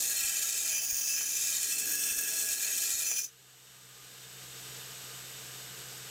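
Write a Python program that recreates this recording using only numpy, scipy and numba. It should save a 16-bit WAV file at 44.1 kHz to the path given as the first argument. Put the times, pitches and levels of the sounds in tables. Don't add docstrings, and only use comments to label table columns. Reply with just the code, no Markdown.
import sys
import numpy as np
from scipy import signal
from scipy.fft import rfft, irfft, next_fast_len
from scipy.io import wavfile
from scipy.ndimage import uniform_filter1d, map_coordinates
from numba import njit

SR = 44100
rng = np.random.default_rng(int(sys.argv[2]) if len(sys.argv) > 2 else 0)


def master_out(mix):
    frames = np.transpose(np.atleast_2d(mix))
    ceiling = np.clip(frames, -1, 1)
    pcm = np.round(ceiling * 32767).astype(np.int16)
    wavfile.write(sys.argv[1], SR, pcm)


N = 269010
TIME = np.arange(N) / SR

# (time [s], place [0 = blade's end, 1 = its middle])
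CONTACT_PATH = [(0, 0.76), (0.58, 0.54), (0.87, 0.054), (1.07, 0.03), (1.18, 0.24), (1.55, 0.49), (1.9, 1),
                (2.2, 0.98), (2.55, 0.78), (2.92, 0.61), (3.1, 0.24)]
# (time [s], pressure change [dB], bending change [dB], length [s])
HAND_LEANS = [(0.0, 1, -3.5, 0.12), (0.33, 0.5, 3.5, 0.25), (0.737, 0, 4.5, 0.099), (1.02, -2, 0, .12),
              (1.182, -1, 7, 0.034), (1.354, -2.5, -1.5, 0.16), (2.08, -0.5, 4, 0.037),
              (2.15, -3.5, 0, 0.045), (2.263, -1.5, 5, 0.038), (2.675, 1, 3.5, 0.092),
              (3.015, -1.5, -1, 0.1)]
# (time [s], force change [dB])
BELT_BITES = [(.113, 1.5), (1.152, -1), (1.207, 1), (1.645, 1.5), (1.694, 2), (1.792, 2.5), (2.187, 6),
              (2.531, 5), (2.835, 2.5), (3.068, 1), (3.11, 3.5), (3.188, 5)]
BLADE_SPOTS = [0, .25, .5, 1]
# (pitch [Hz], width [Hz], then a level [dB] for contact at each of the spots)
BLADE_TONES = [(1354, 34, -36, -36, -29, -36), (1662, 39, -26, -24, -24, -15),
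               (1910, 46, -30, -30, -22, -32), (2420, 29, -23, -17, -16, -25),
               (2626, 38, -17, -18, -20, -13), (3092, 56, -25, -19, -18, -24),
               (3453, 64, -27, -27, -22, -22), (3779, 62, -36, -35, -16, -36),
               (4265, 40, -32, -23, -15, -20), (4872, 155, -13, -18, -16, -27),
               (5246, 78, -15, -15, -18, -20), (5594, 266, -13, -24, -14, -12),
               (6003, 86, -8, -6, -15, -14), (6630, 111, -5, -8, -6, -8), (7165, 68, -12, -11, -10, -16),
               (7295, 55, -35, -13, -7, -16), (7868, 271, -19, -22, -10, -10),
               (8355, 89, -31, -23, -20, -18), (8778, 122, -13, -23, -11, -10),
               (9201, 49, -18, -26, -24, -20), (9765, 107, -18, -17, -14, -22),
               (10474, 290, -17, -13, -16, -18), (10932, 97, -19, -17, -21, -16),
               (11504, 133, -21, -26, -16, -19), (12303, 152, -19, -25, -12, -32),
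               (12632, 368, -22, -16, -20, -10), (13711, 125, -18, -24, -18, -13),
               (14246, 273, -19, -16, -24, -36), (14837, 122, -31, -18, -22, -13),
               (15244, 306, -7, -15, -18, -21)]
# (frequency [Hz], level [dB])
CHIP_SPECTRUM = [(600, -62), (1100, -5), (2000, -2.5), (3500, -5), (5500, -2.5), (7500, 0.5),
                 (10000, 1), (15500, -4)]
# (pitch [Hz], width [Hz], level [dB])
PLATE_TONES = [(203, 104, -7.5), (283, 44, -4), (429, 28, -3.5), (497, 110, -12.5), (643.5, 32, -2),
               (825, 80, -5)]
# (frequency [Hz], level [dB])
HISS_SPECTRUM = [(24, -37), (40, -24), (91, -19), (108, -16), (129, -7.5), (218, -18), (438, -9.5),
                 (637, -16), (1220, -14), (3650, -11), (7520, -10), (8110, -10), (9890, -20), (12400, -15),
                 (15500, -25)]
# (pitch [Hz], width [Hz], level [dB])
FRAME_TONES = [(58, 11, -79), (138, 22, -83), (308, 66, -72.5), (457.6, 22, -65), (723, 60, -70),
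               (1223, 12, -66), (1573, 270, -59), (2950, 310, -57.5), (3620, 7.7, -61), (3830, 660, -61.5),
               (6940, 160, -60), (8100, 700, -71)]
# (pitch [Hz], level [dB])
MOTOR_TONES = [(63.8, -76), (127.7, -58), (141.5, -73), (187.4, -69), (7897, -66), (7957, -62), (8000, -61),
               (8043, -64.5), (8064, -80), (8150, -63.5), (11936, -59), (12064, -66)]
# (time [s], level [dB])
LOW_BUMPS = [(0.117, -65.5), (0.196, -58), (0.248, -53), (0.305, -58.5), (0.609, -60), (0.738, -57),
             (0.929, -48.5), (0.956, -57), (2.016, -62), (2.121, -53), (2.181, -55), (2.497, -57),
             (2.532, -56), (2.945, -52), (3.196, -58.5)]
# (time [s], level
# [dB], pitch [Hz], width [Hz])
SHORT_TICKS = [(0.768, -55, 1100, 1800), (1.209, -48, 1500, 1500), (2.209, -29, 13500, 6000),
               (3.113, -42, 900, 1800)]


def undb(db):
    return 10 ** (np.asarray(db) / 20)


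def unit(x):
    return x / np.sqrt(np.mean(x ** 2))


def wander(rate):
    turns = np.arange(0, TIME[-1] * rate + 1, 1 / 8)
    path = map_coordinates(rng.standard_normal(size=4096), [turns], order=2, mode="wrap")
    return unit(np.interp(TIME * rate, turns, path))


def swell(at_s, length_s):
    return np.exp(-2 * ((TIME - at_s) / length_s) ** 2)


@njit
def band_pass(x, hz, width):
    out, band, low = np.empty(len(x)), 0., 0.
    for i in range(len(x)):
        tuning = np.tan(np.pi * hz[i] / SR)
        loss = np.pi * width[i] / SR * (tuning + 1 / tuning)
        swing = (band + tuning * (x[i] - low)) / (1 + tuning * (tuning + loss))
        band = 2 * swing - band
        low = low + 2 * tuning * swing
        out[i] = loss * swing
    return out


def ring(x, hz, width, damping=1):
    ones = np.ones(N)
    return band_pass(x, hz * ones, width * damping * ones) * np.sqrt(SR / (np.pi * width)) / damping


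def shaped_noise(spectrum):
    hz, db = np.transpose(spectrum)
    size = next_fast_len(N)
    bin_hz = np.maximum(np.arange(size // 2 + 1) * SR / size, 1)
    gain = undb(np.interp(np.log(bin_hz), np.log(hz), db))
    return unit(irfft(rfft(rng.standard_normal(size)) * gain, size)[:N])


def contact_place():
    return np.clip(np.interp(TIME, *np.transpose(CONTACT_PATH)), 0, 1)


def touch(ease_s=3.195, lift_s=3.25, ease_db_per_s=117, lift_db_per_s=420):
    eased_db = ease_db_per_s * np.maximum(TIME - ease_s, 0)
    lifted_db = lift_db_per_s * np.maximum(TIME - lift_s, 0)
    return undb(-np.minimum(eased_db + lifted_db, 200))


def leaning():
    pressure_db = sum(db * swell(at_s, length_s) for at_s, db, _, length_s in HAND_LEANS)
    bending_db = sum(db * swell(at_s, length_s) for at_s, _, db, length_s in HAND_LEANS)
    return pressure_db, bending_db


def snags(per_s=130, decay_s=0.0047):
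    catches = (rng.random(N) < per_s / SR) * rng.exponential(size=N)
    drag = signal.lfilter([1], [1, -np.exp(-1 / (decay_s * SR))], catches)
    return unit(drag - drag.mean())


def cutting_force(laps_per_s=12.42, lap_db=0.5, patch_db=-0.21, tremor_db=0.61, snag_share=0.074):
    lap = TIME * laps_per_s
    patches = unit(map_coordinates(rng.standard_normal(14), [lap % 1 * 14], order=2, mode="grid-wrap"))
    belt_db = lap_db * np.sin(2 * np.pi * (lap - .11)) + patch_db * patches
    bite_db = sum(db * swell(at_s, length_s=0.013) for at_s, db in BELT_BITES)
    pressure_db, _ = leaning()
    hand_db = -32.5 + pressure_db + tremor_db * wander(24.95)
    return touch() * undb(hand_db + belt_db + bite_db) * (1 + snag_share * snags())


def blade(force, grain_spread_db=4, flare_db=1.36, pitch_drift=0.0019, screech_hz=6003, screech_db=4):
    grain_sizes = np.repeat(rng.standard_normal(N // 12 + 1), 12)[:N]
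    grains = force * unit(undb(grain_spread_db * grain_sizes))
    place = contact_place()
    _, bending_db = leaning()
    bending = touch() * undb(bending_db - 1.5)
    grips = [wander(9) for _ in range(6)]
    ringing = 0
    for k, (hz, width, *spot_db) in enumerate(BLADE_TONES):
        rock, squeeze = grips[k % len(grips)], grips[(k + 1) % len(grips)]
        response = np.interp(place, BLADE_SPOTS, undb(spot_db)) * undb(flare_db * rock)
        if hz < 3300:
            response *= bending
        if hz == screech_hz:
            response *= undb(screech_db * np.exp(-((place - 0.24) / 0.079) ** 2))
        strikes = grains * rng.standard_normal(N) * response
        ringing += ring(strikes, hz * (1 + pitch_drift * squeeze), width, damping=0.94)
    chip_scratch = undb(-16) * grains * shaped_noise(CHIP_SPECTRUM)
    return ringing + chip_scratch


def stroke_to_end(full_speed=0.3, smooth_s=0.15):
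    speed = -np.gradient(contact_place()) * SR
    return uniform_filter1d(np.clip(speed / full_speed, 0, 1), int(smooth_s * SR))


def backing_plate(flat_boost_db=8, stroke_boost_db=5, growl_below_hz=560):
    lying_flat = np.exp(-((1 - contact_place()) / 0.3) ** 2)
    pressure_db, _ = leaning()
    growl = touch() * undb(-52.5 + pressure_db + flat_boost_db * lying_flat)
    rattle = touch() * undb(-54.5 + pressure_db + stroke_boost_db * stroke_to_end())
    out = 0
    for hz, width, db in PLATE_TONES:
        push = growl if hz < growl_below_hz else rattle
        out += undb(db) * ring(push * rng.standard_normal(N), hz, width)
    return out


def running_belt(flutter_db=0.38):
    hiss = undb(-47) * shaped_noise(HISS_SPECTRUM)
    frame = sum(undb(db) * ring(rng.standard_normal(N), hz, width) for hz, width, db in FRAME_TONES)
    return (hiss + frame) * undb(flutter_db * wander(25))


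def motor(whine_above_hz=1000, whine_waver_db=0.5, phase_waver_rad=0.23):
    out = 0
    for hz, db in MOTOR_TONES:
        waver_db = whine_waver_db * wander(16) if hz >= whine_above_hz else 0
        phase = 2 * np.pi * hz * TIME + phase_waver_rad * wander(4.6)
        out += np.sqrt(2) * undb(db + waver_db) * np.sin(phase)
    return out


def bumps(hz=50, length_s=0.0036):
    out = 0
    for at_s, db in LOW_BUMPS:
        age = TIME - at_s
        pulse = np.exp(-(age / length_s) ** 2 / 2)
        out += undb(db) * pulse * np.cos(2 * np.pi * (hz * age + rng.random()))
    return out


def knocks(decay_s=0.0074):
    out = 0
    for at_s, db, hz, width in SHORT_TICKS:
        fade = (TIME >= at_s) * np.exp(-np.abs(TIME - at_s) / decay_s)
        crack = fade * rng.standard_normal(N)
        out += undb(db) * ring(crack + 1e-18, hz, width)
    return out


def workshop(x, echo_s=0.13, echo_db=-13):
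    age = TIME[:SR // 3]
    tail = rng.standard_normal(len(age)) * np.exp(-np.log(1000) * age / echo_s) * (age > .004)
    return x + undb(echo_db) * signal.fftconvolve(x, tail / np.linalg.norm(tail))[:N]


def scene():
    grinding = undb(12.5) * blade(cutting_force()) + backing_plate() + undb(15.5) * knocks()
    mono = workshop(grinding) + undb(15) * bumps() + running_belt() + motor()
    return np.array([mono, mono])


def automatic_volume(x, limit_db=-30.5, recovery_db_per_s=10, window_s=0.026):
    power = uniform_filter1d(x[0] ** 2, int(window_s * SR))
    excess_db = np.maximum(10 * np.log10(power + 1e-12) - limit_db, 0)
    recovery_db = recovery_db_per_s * TIME
    return x * undb(recovery_db - np.maximum.accumulate(excess_db + recovery_db))


def record(dry):
    treble_cut = signal.ellip(10, .2, 75, 15750, fs=SR, output="sos")
    return signal.sosfilt(treble_cut, automatic_volume(dry))


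dry = scene()
out = record(dry)
master_out(out)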